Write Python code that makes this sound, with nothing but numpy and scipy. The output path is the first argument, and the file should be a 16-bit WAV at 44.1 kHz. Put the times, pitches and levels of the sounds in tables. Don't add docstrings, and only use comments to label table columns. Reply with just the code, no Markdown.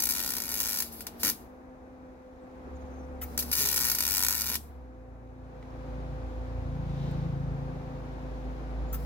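import sys
import numpy as np
from scipy import signal
from scipy.fft import rfft, irfft, next_fast_len
from scipy.io import wavfile
from scipy.ndimage import uniform_filter1d, map_coordinates

SR = 44100
rng = np.random.default_rng(int(sys.argv[2]) if len(sys.argv) > 2 else 0)


def boost(x):
    u = np.asarray(x, float) / 20
    return 10 ** u


def dump(signal):
    limited = np.clip(np.atleast_2d(signal).T, -1, 1)
    pcm = np.round(limited * 32767).astype(np.int16)
    wavfile.write(sys.argv[1], SR, pcm)


N = 399105
T = np.arange(N) / SR
SIZE = next_fast_len(N + SR)
HZ = np.maximum(np.arange(SIZE // 2 + 1) * SR / SIZE, 1)
DULL = 1 / (1 + (HZ / 3600) ** 4)


def unit(x):
    return x / np.sqrt(np.mean(x ** 2) + 1e-20)


def in_time(rows):
    s, *columns = np.transpose(rows)
    return [np.interp(T, s, c) for c in columns]


def at_hz(points):
    hz, value = np.array(points).T
    return np.interp(np.log(HZ), np.log(hz), value)


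def through(x, response):
    return irfft(rfft(x, SIZE) * response, SIZE)[..., :N]


def delay(ms):
    return np.exp(-2j * np.pi * HZ * ms / 1000)


def drift(rate_hz):
    knots_per_s = 40
    knots = rng.standard_normal(int(N / SR * knots_per_s) + 2)
    r = np.exp(-2 * np.pi * rate_hz / knots_per_s)
    smooth = unit(signal.lfilter([1], [1, -r], knots))
    return np.interp(T * knots_per_s, np.arange(len(knots)), smooth)


def fade(t60_s):
    return [1], [1, -boost(-60 / (t60_s * SR))]


def tones(hz, orders, wobble_db):
    spread_rad = .24
    turn = 2 * np.pi * np.cumsum(hz) / SR
    out = 0
    for k, db in orders:
        out = out + boost(db + wobble_db * drift(6.5)) * np.sin(k * turn + spread_rad * k * k)
    return np.sqrt(2) * out


def snaps():
    # t/s, peak level/dB
    first_bead = [(0.0023, -10.1), (0.0223, -10.2), (0.0374, -10.8), (0.0553, -10.7), (0.07, -11.8),
                  (0.09, -9.4), (0.0992, -11.9), (0.1084, -8.8), (0.122, -13.3), (0.1366, -15.1),
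                  (0.1512, -14.2), (0.1635, -14.1), (0.1711, -15.6), (0.1826, -16.1), (0.193, -14.3),
                  (0.202, -14.5), (0.2136, -18.7), (0.2266, -16.9), (0.2369, -12.8), (0.2462, -17.9),
                  (0.2622, -12.6), (0.2767, -14.6), (0.2909, -14.0), (0.3052, -12.3), (0.32, -16.3),
                  (0.3374, -14.3), (0.3521, -16.6), (0.3674, -13.5), (0.3835, -15.3), (0.4025, -15.2),
                  (0.4208, -13.9), (0.4378, -19.0), (0.4459, -21.6), (0.4559, -19.0), (0.467, -21.0),
                  (0.4806, -18.9), (0.4916, -13.8),
                  (0.5005, -19.1), (0.5069, -19.2), (0.5168, -14.3), (0.5228, -16.1), (0.5311, -17.9),
                      (0.5416, -11.1), (0.5547, -15.6), (0.5638, -16.2), (0.5739, -14.4), (0.5815, -15.2),
                      (0.5911, -15.6), (0.603, -6.8), (0.6115, -12.1), (0.6192, -16.5), (0.6312, -12.9),
                      (0.6389, -15.9), (0.65, -15.5), (0.6579, -14.2), (0.6681, -13.5), (0.6748, -15.6),
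                      (0.6863, -12.1), (0.6925, -13.6), (0.7015, -14.7), (0.7103, -17.4), (0.7217, -14.9),
                      (0.7308, -13.7), (0.7425, -14.8), (0.7493, -16.8), (0.7604, -15.3), (0.7724, -13.8),
                      (0.7873, -12.5), (0.8034, -10.4), (0.8229, -13.9), (1.0075, -24.3), (1.0685, -17),
                      (1.2332, -7.1), (1.2494, -6.5), (1.2594, -13.2), (1.2694, -11.3), (1.2791, -10.3),
                      (1.2894, -11.8), (1.2987, -10.9)]
    # t/s, peak level/dB
    second_bead = [(3.3775, -11.2), (3.4256, -21.1), (3.5158, -12.0), (3.553, -10.3), (3.5651, -13.2),
                   (3.5715, -13.1), (3.5776, -14.4), (3.5843, -11.9), (3.5916, -11.9), (3.5989, -14.0),
                   (3.606, -11.8), (3.6128, -11.5), (3.6191, -9.4), (3.6262, -10.6), (3.6338, -13.3),
                   (3.6411, -15.4), (3.6528, -11.4), (3.659, -10.5), (3.6722, -9.6), (3.6879, -7.9),
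                   (3.6993, -14.5), (3.714, -12.5), (3.7281, -11.0), (3.7426, -10.0), (3.7617, -7.7),
                   (3.7695, -9.6), (3.7774, -8.5), (3.7902, -14.2), (3.8029, -10.9), (3.8098, -9.8),
                   (3.8176, -11.4), (3.8262, -13.1), (3.8348, -13.4), (3.8433, -9.7), (3.8517, -8.5),
                   (3.8597, -13.2), (3.8682, -10.2), (3.8767, -13.5), (3.885, -10.9), (3.8996, -7.7),
                   (3.9167, -8.0), (3.9497, -8.9), (3.9862, -8.5),
                   (4.0066, -6.8), (4.025, -9.6), (4.0366, -10.8), (4.0526, -8.8), (4.0664, -9.8),
                       (4.0783, -10.3), (4.0883, -11.2), (4.0993, -13.7), (4.1089, -9.8), (4.1199, -9.1),
                       (4.1297, -12.1), (4.1398, -9.5), (4.1496, -8.8), (4.1596, -13.2), (4.1697, -6.8),
                       (4.1805, -6.7), (4.1933, -9.1), (4.205, -9.9), (4.2146, -12.3), (4.2258, -6.6),
                       (4.2359, -5.3), (4.2487, -6.6), (4.2661, -7.9), (4.2847, -3.5), (4.2961, -12.7),
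                       (4.3079, -7.1), (4.3168, -13.0), (4.3265, -8.2), (4.3368, -12.9), (4.3457, -12.0),
                       (4.352, -10.7), (4.3641, -15.5), (4.3714, -17.7), (4.3796, -14.4), (4.3906, -15.8),
                       (4.3993, -14.7), (4.4097, -9.2), (4.4192, -11.3), (4.4282, -20.0), (4.4368, -19.2),
                       (4.4424, -17.0), (4.4589, -16.3), (4.4654, -13.1), (4.472, -17.4), (4.4823, -16.3),
                       (4.4884, -13.6), (4.4942, -15.3), (4.5007, -15.3), (4.5167, -14.0), (4.5246, -17.4),
                       (4.5346, -16.0), (4.5426, -15.1), (4.5549, -10.2)]
    snap_db, twin_share, twin_ms = -2.5, .22, .25
    s, db = np.transpose(first_bead + second_bead)
    clicks, twins = np.zeros((2, N))
    at = np.round(s * SR + rng.uniform(-2.5, 2.5, len(s))).astype(int)
    clicks[at] = boost(db + snap_db)
    late = (rng.uniform(.15, 1, len(s)) * twin_ms / 1000 * SR).astype(int)
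    twins[at + late] = clicks[at] * twin_share * rng.standard_normal(len(s))
    return clicks, twins


def burn():
    # t/s, sizzle level/dB
    first_burn = [(0, -32), (.2, -31), (.4, -34.5), (.6, -32), (.83, -33), (.87, -40.5), (.95, -52),
                  (1.02, -40), (1.06, -64), (1.1, -99)]
    # t/s, sizzle level/dB
    restrike = [(1.06, -80), (1.19, -55), (1.229, -44), (1.24, -23), (1.301, -28), (1.35, -46), (1.5, -73),
                (1.701, -99)]
    # t/s, sizzle level/dB
    second_burn = [(3.369, -93), (3.44, -52), (3.56, -26.5), (3.9, -27), (4.2, -32.5), (4.402, -29.5),
                   (4.549, -28.5), (4.601, -51), (4.9, -99)]
    return sum(boost(in_time(rows)[0]) for rows in (first_burn, restrike, second_burn))


def arc():
    # f/Hz, density/(dB per Hz)
    shock_colour = [(250, -12), (1000, -9.5), (1800, -7), (3300, -8.5), (4800, -6.5), (6300, 1), (8300, -1),
                    (9700, .5), (11800, -5), (13600, 1), (15000, 0), (15700, 4)]
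    # f/Hz, density/(dB per Hz)
    sizzle_colour = [(300, -26), (1000, -20), (2000, -20), (3400, -13), (4800, -14.5), (9000, -13),
                     (11800, -10), (13200, -9), (15000, -12), (15700, -8)]
    # t/s, gain/dB
    puddle = [(0, -2.5), (.2, -0.5), (.4, -1), (.6, -3), (.82, 0.5), (1.0, 1), (1.07, 1), (1.23, 6),
              (1.3, 4), (3.38, 2), (3.6, 0), (3.8, 0.5), (4.0, 2), (4.15, 0), (4.28, 1), (4.4, -0.5),
              (4.5, 1), (4.54, 4)]
    # t/s, level/dB, rise/s, t60/s, tilt/(dB per octave)
    flares = [
        (.915, -40, 0.0092, 0.39, 6.5),
        (1.009, -50, .002, .08, -9),
        (1.07, -45, 0.0033, 0.12, -2.5),
        (1.193, -34, 0.016, 0.23, 1),
        (3.387, -24.5, 0.002, 0.14, 0.5),
        (3.526, -19.5, 0.0028, 0.058, -0.5),
    ]
    clicks, twins = snaps()
    shock = 1j * boost(at_hz(shock_colour) + 10.5)
    shocks = through(clicks + twins, shock * (1 - DULL))
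    push = np.sqrt(clicks * boost(-15)) * boost(in_time(puddle)[0])
    shocks = shocks + through(push, shock * DULL)

    stirred = signal.lfilter(*fade(.045), np.roll(clicks, -60) + 1e-18)
    stirred = uniform_filter1d(stirred, size=120)
    upcoming = np.roll(clicks, -90)[::-1] > 0
    shorted = signal.lfilter(*fade(.035), upcoming + 1e-18)[::-1]
    flicker_db = 1.5 * drift(12)
    level = burn() * boost(flicker_db - 6.5) + boost(-18.0) * stirred

    grit = boost(2.8 * np.minimum(rng.exponential(1, N), 5))
    common, left, right = rng.standard_normal((3, N)) * grit
    spread = common + .95 * np.array([left, right])
    sizzle = level * unit(through(spread, boost(at_hz(sizzle_colour))))
    smooth = spread / np.sqrt(grit)
    for start, db, rise, t60, tilt_db in flares:
        colour_db = at_hz(sizzle_colour) + tilt_db * np.log2(HZ / 12000)
        puff = unit(through(smooth, boost(colour_db)))
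        t = np.maximum(T - start, 0)
        sizzle += puff * boost(db - 60 * t / t60) * (1 - np.exp(-t / rise))
    return shocks + sizzle * (1 - .7 * np.clip(shorted, 0, 1))


def valve():
    # t/s, level/dB
    openings = [
        (3.2135, -38),
        (8.927, -36.5),
    ]
    # f/Hz, density/(dB per Hz)
    jet_colour = [(2000, -63), (6500, -16.5), (8500, -16.5), (11500, -23), (14500, 0.5), (16500, -9)]
    # f/Hz, density/(dB per Hz)
    gas_colour = [(1500, -12), (4000, -10), (7000, -9), (9500, -5), (12000, -8.5), (15500, -6)]
    gas_db, gas_rise_s, gas_flows_s = -61, 0.025, 1.4
    jet = unit(through(rng.standard_normal(N), boost(at_hz(jet_colour))))
    out = flowing = 0
    for start, db in openings:
        t = np.maximum(T - start, 0)
        burst_db = db - 60 * np.maximum(t - .022, 0) / 0.059
        out = out + jet * boost(burst_db) * (1 - np.exp(-t / 0.0005))
        flowing = flowing + np.clip((T - start) / gas_rise_s, 0, 1) * (T < start + gas_flows_s)
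    gas = unit(through(rng.standard_normal((2, N)), boost(at_hz(gas_colour))))
    return out + boost(gas_db) * flowing * gas


def paths(rows):
    right_lag_ms = .085
    left = sum(g * delay(ms) for ms, g, _ in rows)
    right = sum(g * delay(ms + right_lag_ms) for ms, _, g in rows)
    return np.array([left, right])


def yard(source, scatter_db, scatter_t60, far_db, far_t60):
    # delay/ms, left gain/1, right gain/1
    echoes = [(-.12, -.3, -.28), (0, 1.0, .7), (.18, .5, .36), (.31, -.5, -.36), (.8, .16, .2),
              (.98, .12, .05), (1.6, -.15, -.1), (2.06, -.2, -.14), (2.2, .92, .6), (2.38, .2, .2),
              (2.5, -.28, -.2), (2.86, .24, .16), (3.15, .15, -.12), (3.4, .16, .1), (4.18, .16, .1),
              (4.76, -.18, -.12), (6.02, .14, -.1), (6.52, -.2, .06)]
    # t/s, level/dB
    shading = [(0, 3), (.3, -4.5), (.7, -4), (.8, -1), (1.2, -1), (3.4, 2.5), (3.75, -1.5), (4.1, -3.5),
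               (4.3, -9.5), (4.6, -2)]
    # f/Hz, gain/dB
    edge_colour = [(5000, 0), (6900, 3.5), (8900, -6), (10300, 0), (11300, 2), (12800, 3), (14800, 4)]
    ground_from_ms, ground_right_lag_ms, wander_ms = 2.0, .013, .022
    near = through(source, paths([p for p in echoes if p[0] < ground_from_ms]))
    echo = paths([p for p in echoes if p[0] >= ground_from_ms])
    echo = echo * [delay(0), delay(ground_right_lag_ms)]
    ground = through(source, echo * DULL * boost(-1) * delay(-.05))
    bright = through(source * boost(in_time(shading)[0]), echo * (1 - DULL) * boost(at_hz(edge_colour)))
    moved = np.arange(N) + wander_ms / 1000 * SR * drift(6)
    ground += [map_coordinates(row, [moved], order=3) for row in bright]

    t = T[:SR // 2]
    decay = boost(scatter_db - 60 * t / scatter_t60) + boost(far_db - 60 * t / far_t60)
    tails = rng.standard_normal((2, 2, len(t))) * decay * (t > .0004) * boost([[0], [-2.5]])
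    one, other = rfft(tails, SIZE) * (1 - .55 * DULL)
    turn = 2 * np.pi * 2.3 * T
    return near + ground + through(source * np.cos(turn), one) + through(source * np.sin(turn), other)


def feeder():
    # from t/s, to t/s
    feeding = [
        (-1, .85),
        (1.2, 1.35),
        (3.5, 4.58),
    ]
    feed_hz, feed_db = 271.6, -58.5
    running = sum((T >= a) * (T < b) for a, b in feeding) * 1.
    running = uniform_filter1d(running, size=2000)
    hz = feed_hz * (1 + 0.0057 * drift(5.4))
    return running * boost(feed_db) * tones(hz, [(0.97, 0)], wobble_db=3.0)


def fan():
    # from t/s, to t/s, fan sag/Hz
    loads = [
        (-1, .95, 25),
        (.95, 1.2, 16),
        (1.2, 1.36, 30),
        (3.21, 3.6, 15),
        (3.6, 4.6, 37),
        (8.93, 9.1, 14),
    ]
    # multiple/1, level/dB
    blades = [(2, 0.27), (3, -11)]
    fan_hz, fan_db, overtone_db, lag_s = 256.4, -48.5, -2.5, 0.0696
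    sag_db_per_hz, overtone_sag_db_per_hz = 0.02, 0.5
    r = np.exp(-1 / (lag_s * SR))
    load = sum(sag * (T >= a) * (T < b) for a, b, sag in loads)
    sag = signal.lfilter([1 - r], [1, -r], load, zi=[r * load[0]])[0]
    flutter = 0.00173 + 0.00059 * sag
    hz = (fan_hz - sag) * (1 + flutter * drift(4.38))
    overtones = boost(overtone_db - overtone_sag_db_per_hz * sag) * tones(hz, blades, wobble_db=2.0)
    blade_tone = tones(hz, [(1, 0.014)], wobble_db=1.5)
    return boost(fan_db - sag_db_per_hz * sag) * (blade_tone + overtones)


def engine():
    # t/s, cycle f/Hz, firing level/dB, boom level/dB, booming order/1
    passing = [(0, 35.1, -54.5, -62, 4.6), (1.0, 37.46, -57.5, -80, 5.4), (1.56, 34.84, -60, -77, 4.5),
               (2.49, 34.76, -59.5, -92, 5.2), (2.72, 35.49, -45, -78, 5.3), (3.4, 35.47, -43.5, -66, 5.1),
               (3.8, 35.95, -50, -61, 4.6), (4.68, 35.66, -46, -64, 3.5), (4.95, 28.9, -47.5, -60.5, 3.8),
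               (5.45, 28.8, -49, -54.5, 4.4), (6.14, 28.43, -37, -43.5, 5.0),
               (6.28, 28.41, -36.5, -52, 3.3), (6.58, 28.43, -37, -42.5, 3.9), (6.78, 28.16, -36, -35, 5.3),
               (7.25, 27.52, -40.5, -30.5, 5.3), (7.95, 27.83, -44, -43, 5.2),
               (8.5, 27.13, -36.5, -50.5, 5.1), (9.05, 28.35, -33.5, -45, 5.1)]
    # multiple/1, level/dB
    firing = [(1, -29), (2, 0)]
    # multiple/1, level/dB
    low_boom = [(3, 1.7), (4, 3.5)]
    # multiple/1, level/dB
    mid_boom = [(5, 0.17)]
    # multiple/1, level/dB
    high_boom = [(6, 0.3), (7, -14.5), (8, -15.5), (10, -21), (12, -17)]
    centres = (4, 5, 6)
    boom_fall_db = 11.0
    rattle_hz, rattle_db, rattle_at_s, rattle_span_s = 3750, -64, 7.04, 0.22
    throb_per_s, throb_db, throb_peak_s = 6.3, 1.5, 5.6
    hz, firing_db, boom_db, booming = in_time(passing)
    hz = hz * (1 + .008 * drift(3))
    band = 1 / (1 + ((HZ - rattle_hz) / 350) ** 2)
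    rattle = unit(through(rng.standard_normal(N), band))
    away = np.minimum(np.abs(T - rattle_at_s) / rattle_span_s, 2)
    out = boost(rattle_db - 12 * away + 2.0 * drift(15)) * rattle
    uneven_db = throb_db * np.cos(2 * np.pi * throb_per_s * (T - throb_peak_s)) * (hz < 30)
    out += boost(firing_db + uneven_db) * tones(hz, firing, wobble_db=1.5)
    for centre, orders in zip(centres, (low_boom, mid_boom, high_boom)):
        db = boom_db - boom_fall_db * np.abs(booming - centre)
        out += boost(db) * tones(hz, orders, wobble_db=2.0)
    return out


def small_sounds():
    # t/s, length/s, start f/Hz, end f/Hz, level/dB
    chirps = [
        (2.41, .05, 7900, 7600, -80),
        (2.745, .035, 7300, 6000, -68),
        (2.8, .04, 7100, 6000, -72),
        (2.85, .03, 6200, 6500, -75),
        (2.905, .025, 6000, 6500, -73),
        (2.93, .025, 6500, 5800, -69),
        (2.955, .025, 6200, 6600, -72),
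        (2.975, .05, 6600, 5700, -69),
        (3.025, .04, 5800, 6000, -73),
        (8.87, .06, 7100, 7100, -68),
    ]
    # t/s, level/dB, ring f/Hz, t60/s
    ticks = [(3.216, -46, 2000, .1), (3.217, -50, 3000, .08), (3.226, -45, 1300, .09),
             (3.24, -51, 2200, .1), (5.627, -50, 2000, .03), (5.705, -62, 5500, .02), (7.1, -62, 4900, .02),
             (7.11, -54, 1500, .03), (7.111, -57, 8000, .05), (7.112, -56, 13000, .04),
             (8.93, -46, 1340, .06), (8.942, -42, 1340, .09), (8.942, -54, 3600, .06)]
    # t/s, level/dB, ring f/Hz, t60/s
    thuds = [
        (1.236, -39, 236.4, 0.41),
        (1.27, -45.5, 150, 0.504),
        (1.238, -42, 298, 0.41),
        (3.58, -43, 144.8, 0.96),
        (3.599, -44, 408, 0.8),
        (4.5, -45.5, 234.6, 0.55),
    ]
    out, t = np.zeros(N + SR), T[:SR // 2]
    for start, length, from_hz, to_hz, db in chirps:
        u = np.clip(t / length, 0, 1)
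        hz = from_hz + (to_hz - from_hz) * u + 900 * rng.standard_normal(len(t))
        chirp = np.sin(np.pi * u) * np.sin(2 * np.pi * np.cumsum(hz) / SR)
        out[round(start * SR):][:len(t)] += boost(db + 5.0) * chirp
    for start, db, hz, t60 in ticks + thuds:
        band = signal.butter(1, [hz / 1.3, hz * 1.3], "band", fs=SR, output="sos")
        clatter = unit(signal.sosfilt(band, rng.standard_normal(len(t))))
        ring = np.sin(2 * np.pi * hz * t) + .7 * clatter
        out[round(start * SR):][:len(t)] += boost(db - 60 * t / t60) * ring
    return np.array([out[:N], boost(-2.5) * np.roll(out, 2)[:N]])


def wide_noise(spectrum):
    # f/Hz, correlation/1
    likeness = [(200, 1), (400, 0.87), (700, 0.17), (1500, 0.32), (4000, 0.043)]
    alike = np.clip(at_hz(likeness), 0, 1)
    mid, side = rfft(rng.standard_normal((2, SIZE)))
    pair = np.sqrt(1 + alike) * mid + np.sqrt(1 - alike) * side * [[1], [-1]]
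    return unit(irfft(pair * boost(at_hz(spectrum)), SIZE)[:, :N])


def road():
    # t/s, level/dB
    traffic = [(0, -57), (1.2, -60), (1.6, -74.5), (2.1, -72.5), (2.8, -69), (3.15, -73.5), (3.9, -49.5),
               (4.9, -73), (5.2, -74.5), (5.65, -65.5), (6.8, -64), (7.06, -56.5), (7.4, -64.5), (8.9, -63)]
    # f/Hz, density/(dB per Hz)
    rumble_colour = [(25, -11.5), (60, -7.5), (110, -16), (200, -14), (300, -12.5), (500, -16), (800, -17),
                     (1500, -26.5), (2500, -36), (5000, -85)]
    # f/Hz, density/(dB per Hz)
    hiss_colour = [(530, -22), (900, -7), (1380, -14.5), (2330, -11), (3880, -13), (6620, -22),
                   (8150, -31.5), (15200, -34), (15900, -63), (16500, -61.5)]
    # f/Hz, density/(dB per Hz)
    air_colour = [(300, -27), (2000, -11), (6500, 3.5), (8000, -4), (12000, -5), (16500, -11)]
    hiss_db, = in_time(traffic)
    rumble_db = -44.5 + 0.24 * (hiss_db - traffic[-1][1])
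    rumble = boost(rumble_db + 0.59 * drift(3.5)) * wide_noise(rumble_colour)
    hiss = boost(hiss_db + 1.0) * wide_noise(hiss_colour)
    return rumble + hiss + boost(-75) * wide_noise(air_colour)


def ducking():
    # from t/s, to t/s, gain/dB
    ducks = [
        (-1, 2.35, -5),
        (3.5, 5.35, -7),
    ]
    in_s, out_s = 0.072, 0.54
    return boost(sum(np.interp(T, [a, a + in_s, b, b + out_s], [0, db, db, 0]) for a, b, db in ducks))


def scene():
    # f/Hz, gain/dB
    right_shade = [(6500, 1.5), (8000, 1), (9300, -0.5), (10500, -5.5), (12400, 2), (14500, -2)]
    # f/Hz, phase/rad
    right_turn = [(2700, 0), (3300, .5), (5300, 0), (6900, 1.1), (8400, 0)]
    # f/Hz, phase/rad
    left_lead = [(60, 0.56), (260, 0.5), (400, -1.5), (515, 1.02), (700, -0.3), (1000, 2.5), (1600, 4),
                 (2800, 2.5), (3600, 1.5)]
    # f/Hz, level/dB
    left_excess = [(60, -0.8), (140, 1), (260, 2), (500, -0.3), (700, 1.5), (1600, 1.7), (4000, 3)]
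    weld = yard(arc() + valve(), scatter_db=-28.5, scatter_t60=.045, far_db=-41.5, far_t60=.29)
    weld[1] = through(weld[1], boost(at_hz(right_shade)) * np.exp(-1j * at_hz(right_turn)))
    far = engine() + feeder() + (fan() + road()) * ducking()
    half = boost(at_hz(left_excess) / 2) * np.exp(.5j * at_hz(left_lead))
    return weld + small_sounds() + through(far, np.array([half, 1 / half]))


def band_limit(x):
    return signal.sosfilt(signal.butter(12, 17000, fs=SR, output="sos"), x)


def record(dry):
    cutoff_hz = 15830
    x = signal.sosfilt(signal.butter(3, 38, "high", fs=SR, output="sos"), dry)
    steep = .96 / (1 + (HZ / cutoff_hz) ** 400)
    skirt = .04 / (1 + (HZ / cutoff_hz / 1.03) ** 200)
    return band_limit(through(x, steep + skirt))


dry = scene()
out = record(dry)
dump(out)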